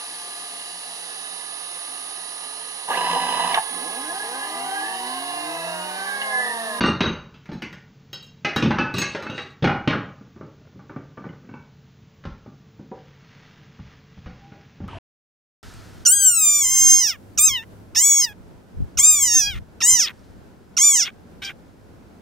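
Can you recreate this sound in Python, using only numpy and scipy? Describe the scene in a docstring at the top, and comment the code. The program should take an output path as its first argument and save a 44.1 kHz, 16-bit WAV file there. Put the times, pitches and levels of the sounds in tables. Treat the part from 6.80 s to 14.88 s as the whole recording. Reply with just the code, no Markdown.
"""Dishes are washed by hand in a metal sink in a small tiled kitchen.
Plates, a pot and cutlery are put down in clattering bursts: cracks of noise plus the ringing of each piece.
Light knocks and soft wiping follow, made of dull contacts and of countless tiny slips.
Fading noise makes the room ring briefly after every blow; a refrigerator hums underneath, as sine tones."""
import sys
import numpy as np
from scipy import signal
from scipy.io import wavfile
from scipy.ndimage import uniform_filter1d

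SR = 44100
rng = np.random.default_rng(int(sys.argv[2]) if len(sys.argv) > 2 else 0)


def wav_record(signal):
    """Record a signal, one row per channel, as 16-bit PCM in the file named by sys.argv[1]."""
    frames = np.transpose(np.atleast_2d(signal))
    bounded = np.clip(frames, -1, 1)
    # unit amplitude maps onto the largest positive 16-bit level
    quanta = np.round(bounded * 32767).astype(np.int16)
    wavfile.write(sys.argv[1], SR, quanta)


N = 356328  # length in samples, about 8 s

# heavy ware dropped into the sink, where it rocks to rest;
# body shapes the first contact only, thud and ring also set the rebounds:
# start_s, level_db, basin_thud_db, body_hz, first_rebound_db (over level), piece, ring_db (over level)
HEAVY_DROPS = [(.007, -19, 12.5, 1130, -0.5, "plate", -9.5), (.206, -17, 11, 3600, -7, "saucer", -13.5),
               (2.842, -17.5, 14, 670, -5.5, "pot", -6), (3.075, -18, 13.5, 2980, -4, "pot", -20.5)]
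# the wait before the first rebound, and the factor that shortens each further wait
REBOUND_S, REBOUND_SHRINK = 0.029, 0.8
# per rebound: level lost after the first one, and treble limit factor; the thud loss is the same for all
REBOUND_LOSS_DB, REBOUND_DULLING, REBOUND_THUD_LOSS_DB = 1, 0.64, 6


def drops(corner_hz=3900, dull_db=-0.5):
    """Each dropped piece cracks on the sink and rebounds three times, ringing anew at every contact."""
    out = np.zeros(N)
    for s, db, thud_db, body_hz, rebound_db, piece, ring_db in HEAVY_DROPS:
        first = blow(corner_hz, thud_db, crack_db=3.5, body_hz=body_hz, body_db=6.0,
                     crack_t60=0.058, push_db=21.5, tail_db=-7.5, clack_tail_db=-8)
        add(out, s, amp(db) * first)
        add(out, s, amp(db + ring_db) * ring(WARE_MODES[piece], spot_db=1.0))
        for k in range(3):
            # rebounds come sooner, weaker and duller one after another
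            s += REBOUND_S * REBOUND_SHRINK ** k
            level = db + rebound_db - k * REBOUND_LOSS_DB
            contact = blow(corner_hz * REBOUND_DULLING ** (k + 1), thud_db - REBOUND_THUD_LOSS_DB,
                           crack_db=7.5, body_hz=1250, body_db=5.5, push_db=12,
                           tail_db=-6, clack_tail_db=-7, rise=0.0027)
            ringing = ring(WARE_MODES[piece], spot_db=-6.6)
            add(out, s, amp(level + dull_db) * contact + amp(level + ring_db) * ringing)
    return out


# crockery and pots set against each other or the sink:
# start_s, level_db, corner_hz (treble limit), basin_thud_db, body_hz, piece, ring_db (over the level)
FIRM_CLACKS = [(.541, -49, 7000, 10, 2930, "saucer", -20), (.69, -42.5, 3100, 21, 776, "basin", -13),
               (.716, -39, 5000, 13, 790, "basin", 6), (1.647, -20.5, 6000, 0, 2260, "glass", -11.5),
               (1.824, -24, 9100, 21, 2840, "basin", 2.5), (1.906, -20, 3000, 1.5, 850, "pot", -18.5),
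               (1.985, -18.5, 3400, 11.5, 1280, "bowl", -7), (2.348, -24.5, 4070, -4, 526, "forks", -30),
               (2.466, -34.5, 3160, 2, 1500, "bowl", -5), (2.578, -30, 4500, 2, 2000, "saucer", -13.5),
               (2.824, -28.5, 3900, 29, 3750, "basin", -6.5), (5.438, -48, 5500, -3, 1500, "glass", -16),
               (5.452, -38, 4200, 14.5, 1050, "counter", 3), (6.114, -38, 950, 10, 650, "pan", -2.5),
               (7.46, -39.5, 2600, 7, 770, "counter", 1.5), (7.719, -51, 3000, 23, 754, "pot", -6),
               (8.003, -36, 775, 5, 420, "counter", 1)]


def clacks():
    """One firm contact, after which the piece rings on."""
    out = np.zeros(N)
    for s, db, corner_hz, thud_db, body_hz, piece, ring_db in FIRM_CLACKS:
        contact = blow(corner_hz, thud_db, crack_db=5.5, body_hz=body_hz, body_db=8, crack_t60=0.042,
                       shards_db=-6.5, noise_db=-6, push_db=15.5, tail_db=-5.5, clack_tail_db=-6.5)
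        ringing = ring(WARE_MODES[piece], spot_db=1.5)
        add(out, s, amp(db) * (contact + amp(ring_db) * ringing))
    return out


# hard, bright contacts of cutlery:
# start_s, level_db (before the trim), basin_thud_db, body_hz, piece, ring_db (over the level)
CUTLERY_HITS = [(0.656, -48.5, -6, 2200, "glass", -18), (0.731, -49, 20, 4100, "forks", -3.5),
                (.821, -31, -16, 2400, "glass", -6), (.927, -43, -5, 1890, "spoon", -12),
                (1.33, -40, -16, 3200, "spoon", 5), (1.427, -55.5, -10, 4520, "spoon", 7),
                (1.761, -20, 11.5, 1430, "spoon", -7.5), (2.14, -33, 23.5, 4170, "forks", 0.5),
                (2.183, -26.5, 10.5, 4540, "forks", -1), (2.216, -25.5, 5, 2520, "forks", 0.5),
                (2.424, -34.5, 3, 1080, "forks", -14), (2.498, -40.5, 19, 2830, "saucer", 1.5)]


def cutlery(trim_db=-3.0, glint_db=-25, glint_t60=0.087):
    """Hard contacts keep most of their treble, and set the highest modes of thin steel glinting."""
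    out = np.zeros(N)
    for s, db, thud_db, body_hz, piece, ring_db in CUTLERY_HITS:
        contact = blow(corner_hz=12000, thud_db=thud_db, crack_db=5, body_hz=body_hz, body_db=7,
                       push_db=22, tail_db=-1.5)
        glint = shards(count=len(contact), low_hz=7800, high_hz=15100, t60=glint_t60, size=9)
        contact += amp(glint_db) * glint
        ringing = ring(WARE_MODES[piece], spot_db=4.5, damping=1.06, chatter=1.0)
        add(out, s, amp(db + trim_db) * (contact + amp(ring_db) * ringing))
    return out


# cutlery sliding over the plates, loudness joined from point to point: time_s, level_db
SLIDE_LEVEL = [(2.15, -29.5), (2.24, -45), (2.3, -40.5), (2.43, -70), (2.53, -53), (2.6, -40),
               (2.67, -51.5), (2.74, -57)]


def sliding(contacts_per_s=140, spread_db=4, clack_db=-2, top_hz=5000):
    """Small irregular contacts keep the cutlery and crockery chattering."""
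    s, db = np.transpose(SLIDE_LEVEL)
    t = np.arange(s[0], s[-1], 1 / SR)
    rattle, out = np.zeros(len(t)), np.zeros(N)
    for piece in ("forks", "saucer", "plate"):
        happens = rng.random(len(t)) < contacts_per_s / SR
        strength = rng.standard_normal(len(t)) * amp(spread_db * rng.standard_normal(len(t)))
        touch = ring(WARE_MODES[piece])[:4000] + amp(clack_db) * 2 * shards(count=4000)
        rattle += signal.oaconvolve(happens * strength, touch)[:len(t)]
    rattle = colour(rattle, lambda hz: 1 / np.sqrt(1 + (hz / top_hz) ** 6))
    # even out the loudness, so that the table alone sets it
    power = uniform_filter1d(rattle ** 2, size=3000).clip(0)
    rattle /= np.sqrt(power + 1e-3 * rms(rattle) ** 2)
    add(out, s[0], rattle * np.interp(t, s, amp(db)))
    return out


# soft knocks of ware turned in the hands:
# start_s, level_db (before the trim), basin_thud_db, body_hz, piece
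SOFT_KNOCKS = [(3.41, -51, 20.5, 1400, "lid"), (3.562, -49, 20, 418, "lid"),
               (3.61, -40.5, 14.5, 1130, "lid"), (3.954, -64, 36.5, 510, "lid"),
               (3.992, -45, -2, 1140, "lid"), (4.095, -37, 2.5, 1160, "lid"),
               (4.161, -36.5, 11, 1220, "lid"), (4.373, -35.5, 9.5, 1170, "lid"),
               (4.441, -38, 0, 700, "lid"), (4.49, -48, 18, 590, "glass"), (4.69, -45.5, 15, 1500, "cup"),
               (4.739, -39.5, 6.5, 1020, "cup"), (5.661, -47, 17.5, 450, "lid"),
               (5.992, -50, 24, 466, "pan")]


def knocks(trim_db=-0.5, ring_db=-9):
    """Cushioned contacts: dull, with only a little ring."""
    out = np.zeros(N)
    for s, db, thud_db, body_hz, piece in SOFT_KNOCKS:
        contact = blow(corner_hz=955, thud_db=thud_db, crack_db=7.5, body_hz=body_hz, body_db=2,
                       push_db=12, tail_db=-0.5)
        add(out, s, amp(db + trim_db) * (contact + amp(ring_db) * ring(WARE_MODES[piece])))
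    return out


# weight landing on the basin or the counter: start_s, level_db (before the trim), panel (what booms)
PANEL_THUMPS = [(.007, -19.5, "basin"), (.258, -24, "basin"), (0.82, -36.5, "basin"), (1.856, -18, "basin"),
                (5.453, -41, "basin"), (6.991, -38.5, "counter"), (7.373, -42.5, "counter"),
                (8.039, -35, "counter")]


def thumps(trim_db=-1, contact_db=-14):
    """The low boom of a large panel, under a weak, dull contact."""
    out = np.zeros(N)
    for s, db, panel in PANEL_THUMPS:
        contact = blow(corner_hz=1100, thud_db=-0.5, crack_db=14.5, body_hz=800, body_db=3, push_db=12)
        boom = ring(WARE_MODES[panel], spot_db=0.2)
        add(out, s, amp(db + trim_db) * (boom + amp(contact_db) * contact))
    return out


# ware shifting in the grip: start_s, length_s, level_db
GRIP_SHUFFLES = [(2.42, 0.16, -38.5), (3.601, 0.47, -60), (4.371, 0.2, -43), (4.597, 0.21, -51.5)]


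def shuffling(contacts_per_s=70, spread_db=3):
    """Ware shifts in the hands: a scatter of tiny cushioned contacts that swells and fades."""
    out = np.zeros(N)
    for s, length, db in GRIP_SHUFFLES:
        t = np.arange(0, length, 1 / SR)
        happens = rng.random(len(t)) < contacts_per_s / SR
        strength = amp(spread_db * rng.standard_normal(len(t))) * rng.choice([-1, 1], len(t))
        swell = np.sin(np.pi * t / length)
        touch = blow(corner_hz=1080, thud_db=12.5, crack_db=14, body_hz=800, body_db=-1.5)
        patter = signal.oaconvolve(happens * strength * swell, touch)
        add(out, s, amp(db) * patter / rms(patter[:len(t)]))
    return out


# pressure of a hand wiping wet ware, joined from point to point: time_s, level_db (before the trim)
WIPE_LEVEL = [(6.15, -59), (6.42, -59), (6.62, -52.5), (6.9, -59), (7.11, -53.5), (7.24, -61), (7.5, -56.5),
              (8.07, -61)]
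# tone of the wiping: pitch_hz, level_db (relative, per Hz)
WIPE_TONE = [(200, 1), (700, -1), (1400, 2), (2700, -0.5), (4000, -6), (6500, -12.5), (7800, -36),
             (15000, -45)]
STROKES_PER_S, STROKE_DB = 9.7, 0.5  # the pressure varies from one short stroke to the next


def wiping(trim_db=-1, slips_per_s=2500, spread_db=2.5, wet=0.73):
    """Countless tiny slips under the hand, in uneven strokes, blurred by the room."""
    strength = rng.standard_normal(N) * amp(spread_db * rng.exponential(1, N).clip(0, 4))
    slips = strength * (rng.random(N) < slips_per_s / SR)
    room = wash(count=20000)
    slips = slips + wet * signal.oaconvolve(slips, room / np.linalg.norm(room))[:N]
    hiss = colour(slips, lambda hz: amp(read(WIPE_TONE, hz)))
    s, db = np.transpose(WIPE_LEVEL)
    t, pushes = np.arange(N) / SR, rng.standard_normal(size=200)
    strokes = amp(STROKE_DB * np.interp(t * STROKES_PER_S, np.arange(len(pushes)), pushes))
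    pressure = np.interp(t, s, amp(db + trim_db), left=0)
    return hiss / rms(hiss) * strokes * pressure


# the wiping hand makes the pot sing faintly: start_s, length_s, level_db
POT_RUBS = [(7.537, 0.28, -57.5)]


def rubbing(corner_hz=900):
    """Friction under the hand feeds the pot's low modes."""
    out = np.zeros(N)
    for s, length, db in POT_RUBS:
        t = np.arange(0, length, 1 / SR)
        # friction noise, strongest around the corner pitch
        drag = colour(rng.standard_normal(len(t)), lambda hz: hz / corner_hz / (1 + (hz / corner_hz) ** 4))
        swell = np.sin(np.pi * t / length)
        song = signal.oaconvolve(drag * swell, ring(WARE_MODES["pot"], spot_db=2, chatter=0.25))
        add(out, s, amp(db) * song / rms(song[:len(t)]))
    return out


# the sink's tone when loaded with dishes: pitch_hz, level_db (relative, per Hz)
SINK_TONE = [(25, -22), (45, -26), (80, -10), (135, -1.5), (220, 0.5), (450, -4.5), (610, -4.5), (700, -13),
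             (810, -5), (1040, -8.5), (1400, -3.5), (2400, -9.5), (4200, -14.5), (6400, -18), (7400, -35),
             (15000, -35)]


def blow(corner_hz, thud_db, crack_db, body_hz, body_db, crack_t60=0.057, basin_hz=340, sag=0.18,
         push_db=17, push_s=0.00036, body_width=0.21, shards_db=-5, noise_db=-2, tail_db=-6.0,
         clack_tail_db=-5.5, rise=0.0006, count=22000):
    """A short crack, a clack and the room's tail; soft contacts lose treble, heavy ones flex the basin."""
    t = np.arange(count) / SR
    clack, room = shards(count=8000), wash(count)
    crack = rng.standard_normal(count) * amp(noise_db - 60 * t / crack_t60)
    add(crack, 0, amp(shards_db) * clack)
    # the room holds on to the clack's pitches
    clack_tail = signal.fftconvolve(room, clack / np.linalg.norm(clack))[:count]
    tail = amp(tail_db) * room + amp(clack_tail_db) * clack_tail
    drive = (amp(crack_db) * crack + tail) * (1 - np.exp(-t / rise))
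    # the first contact is one smooth shove on the sheet metal
    drive -= amp(push_db + crack_db) * t / push_s * np.exp(-t / push_s) / (push_s * SR)
    flex_hz = basin_hz / amp(sag * thud_db)  # a heavier thud moves more of the basin, and sounds lower

    def gain(hz):
        contact = 1 / (1 + (hz / corner_hz) ** 4)
        flex = 1 + amp(thud_db) ** 2 / (1 + (hz / flex_hz) ** 4)
        body = body_db * np.exp(-.5 * (np.log((hz + 1) / body_hz) / body_width) ** 2)
        return amp(read(SINK_TONE, hz) + body) * np.sqrt(contact * flex)
    return colour(drive, gain) * np.sqrt(SR / 4000)


# the modes (own pitches) of each named piece or panel:
# pitch_hz, level_db (relative), decay_s (time to fall 60 dB, before ring() divides it by its damping)
WARE_MODES = { "plate": [(1200, -7, .2), (2433, -15, .25), (2794, 0, .33), (3753, -5, .38), (4134, -15, .3),
              (4511, -9, .28), (5555, -24, .35), (6228, -21, .25), (8236, -36, .2)],
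              "saucer": [(2584, -9, .3), (2804, -1, .38), (3391, -11, .15), (3832, 0, .38), (3868, -4, .35),
              (4519, -11, .35), (5883, -20, .35), (6282, -15, .28)], "spoon": [(2791, 0, .33),
              (3195, -3, .2), (3870, -4, .12), (4484, -10, .22), (5243, -7, .25), (6527, -10, .25),
              (7641, -16, .17), (10860, -23, .15), (14290, -13, .08)], "forks": [(1162, -5, .15),
              (1641, -7, .15), (2579, -1, .28), (2609, -4, .33), (3979, 0, .22), (4375, -5, .25),
              (5246, -14, .2), (5890, -16, .28), (6526, -7, .16), (7848, -19, .18), (8440, -21, .12),
              (9650, -23, .13), (14310, -23, .1)], "pot": [(328, -1, .3), (804, 0, .4), (1443, -4, .28),
              (2107, -9, .25), (2282, -9, .25), (2460, -11, .2), (2885, -13, .28)], "bowl": [(863, -3, .28),
              (1493, 0, .33), (2609, -3, .45), (4419, -20, .3), (5937, -29, .25)],
              "lid": [(277, 10.5, 0.43), (906, 0.5, .12), (1182, 9, 0.14), (1498, 1.5, 0.11),
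              (2270, -5, 0.16)], "cup": [(934, -1, 0.077), (1506, -2, 0.34), (2260, -7, 0.4),
              (2680, -11, .2)], "glass": [(2055, 8.5, 0.066), (2947, 3, 0.047)], "pan": [(457, 1, 0.21),
              (506, 1.5, .35), (760, -0.5, 0.23), (964, -2, 0.2)], "counter": [(80.4, 0.5, 0.099),
              (126.3, -2, 0.23), (183, -2, 0.17)], "basin": [(83, -14, .3), (135, -8, .22), (178, -3, .28),
              (221, 0, .33), (322, -7, .22), (382, -12, .22)], }


def ring(modes, wet=0.53, spot_db=-1.5, damping=1.24, chatter=0.68, chatter_per_s=160,
         count=22000, size=3000):
    """A struck piece: its modes die away, chatter against their neighbours and beat with reflections."""
    hz, db, t60 = np.transpose(modes)[:, :, None]
    t = np.arange(count) / SR
    # random changes of strength and phase, one wandering line for each mode
    knots = rng.standard_normal(size=(len(hz), 200, 2))
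    jolts = np.array([np.interp(t * chatter_per_s, np.arange(len(row)), row[:, 0] + 1j * row[:, 1])
                      for row in knots])
    swing = ((1 + chatter * jolts) * np.exp(2j * np.pi * hz * t)).imag
    direct = amp(-60 * t * damping / t60) * swing
    direct *= 1 - np.exp(-t * hz)  # each mode swings up within about a cycle
    room = wash(count)
    reflected = signal.fftconvolve(direct, room[None] / np.linalg.norm(room), axes=1)[:, :count]
    heard = direct + wet * reflected
    heard /= np.linalg.norm(heard, axis=1, keepdims=True)
    # the spot that is hit favours some modes over others
    sound = (heard * amp(db + spot_db * rng.standard_normal(hz.shape))).sum(0)
    return sound / np.linalg.norm(sound) * np.sqrt(size)  # every ring has the same energy


def shards(count, low_hz=260, high_hz=9000, t60=0.063, size=44):
    """Many short, unrelated modes of things that lie on one another."""
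    pitch, strength, phase = rng.random((3, size, 1))
    # the modes lie further apart, and are stronger, towards the treble
    low, high = np.sqrt(low_hz), np.sqrt(high_hz)
    hz = (low + (high - low) * (np.arange(size)[:, None] + pitch) / size) ** 2
    t = np.arange(count) / SR
    modes = (np.sqrt(hz) ** .5 * (.5 + strength) * np.sin(2 * np.pi * (hz * t + phase))).sum(0)
    return modes / rms(modes) * amp(-60 * t / t60)


# how long the kitchen rings: pitch_hz, decay_s (time to fall 60 dB)
ROOM_DECAY = [(100, 0.6), (260, 0.38), (700, 0.49), (1800, 0.46), (5000, 0.37), (12000, 0.18)]


def wash(count, size=512):
    """Dense reflections that start at unit level, each band dying at the kitchen's speed."""
    hz, t, z = signal.stft(rng.standard_normal(count), SR, nperseg=size)
    fading = z * amp(-60 * t / read(ROOM_DECAY, hz)[:, None])
    return signal.istft(fading, SR, nperseg=size)[1][:count]


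# steady background noise, mostly low, with a thin band of noise near 15 kHz:
# pitch_hz, level_db (relative, per Hz)
BACKGROUND_TONE = [(25, -19.5), (45, -19), (80, -8), (140, -2.5), (220, -8.5), (320, -18.5), (600, -26),
                   (1500, -29), (3500, -32.5), (6600, -37.5), (7400, -44), (8300, -84), (14000, -68.5),
                   (15000, -40)]
BACKGROUND_DB = -52  # overall level of that noise
# the refrigerator's hum: pitch_hz, level_db
FRIDGE_HUM = [(139, -56.5), (441, -67)]


def kitchen(waver=0.11):
    """Steady background noise and a slightly wavering refrigerator hum."""
    noise = colour(rng.standard_normal(N), lambda hz: amp(read(BACKGROUND_TONE, hz)))
    t, knots = np.arange(N) / SR, np.linspace(0, N / SR, num=60)
    hum = np.zeros(N)
    for hz, db in FRIDGE_HUM:
        strength = np.interp(t, knots, 1 + waver * rng.standard_normal(len(knots)))
        hum += amp(db) * np.sqrt(2) * np.sin(2 * np.pi * hz * t) * strength
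    return amp(BACKGROUND_DB) * noise / rms(noise) + hum


def amp(db):
    """Decibels to gain."""
    return 10 ** (np.asarray(db) / 20)


def rms(x):
    """Root mean square: the average strength of a sound."""
    return np.sqrt(np.mean(x ** 2) + 1e-20)


def read(points, hz):
    """A table of pitch_hz and value, joined on a log-frequency axis."""
    f, value = np.transpose(points)
    return np.interp(np.log(hz + 1), np.log(f), value)


def add(mix, s, sound):
    """Lays a sound into the mix at time s, in seconds."""
    part = mix[max(round(s * SR), 0):][:len(sound)]
    part += sound[:len(part)]


def colour(x, gain, size=4096):
    """Causal filter with the magnitude gain(hz), so that attacks stay sharp."""
    log_gain = np.log(gain(abs(np.fft.fftfreq(size, 1 / SR))) + 1e-6)
    taps = np.fft.ifft(np.exp(np.conj(signal.hilbert(log_gain)))).real
    return signal.oaconvolve(x, taps[:size // 2])[:len(x)]


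def scene(width_db=-37, width_hz=1500):
    """Everything is heard from the middle, with only a trace of width, mostly in the treble."""
    mono = drops() + clacks() + cutlery() + knocks() + thumps()
    mono += shuffling() + rubbing() + sliding() + wiping() + kitchen()
    scatter = rng.standard_normal(size=3000)
    side = amp(width_db) * signal.oaconvolve(mono, scatter / np.linalg.norm(scatter))[:N]
    side = colour(side, lambda hz: np.sqrt(1 + (np.minimum(hz, 6000) / width_hz) ** 2))  # lift the treble
    return np.array([mono + side, mono - side])


EDGE_HZ = 15600  # nothing much is heard above this


def record(dry, ceiling=0.73):
    """The loudest peaks are rounded off; then a low-pass filter removes the extreme treble."""
    rounded = ceiling * np.tanh(dry / ceiling)
    low_pass = signal.firwin(511, EDGE_HZ, window=("kaiser", 9), fs=SR)
    return signal.oaconvolve(rounded, low_pass[None], "same")


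dry = scene()
out = record(dry)
wav_record(out)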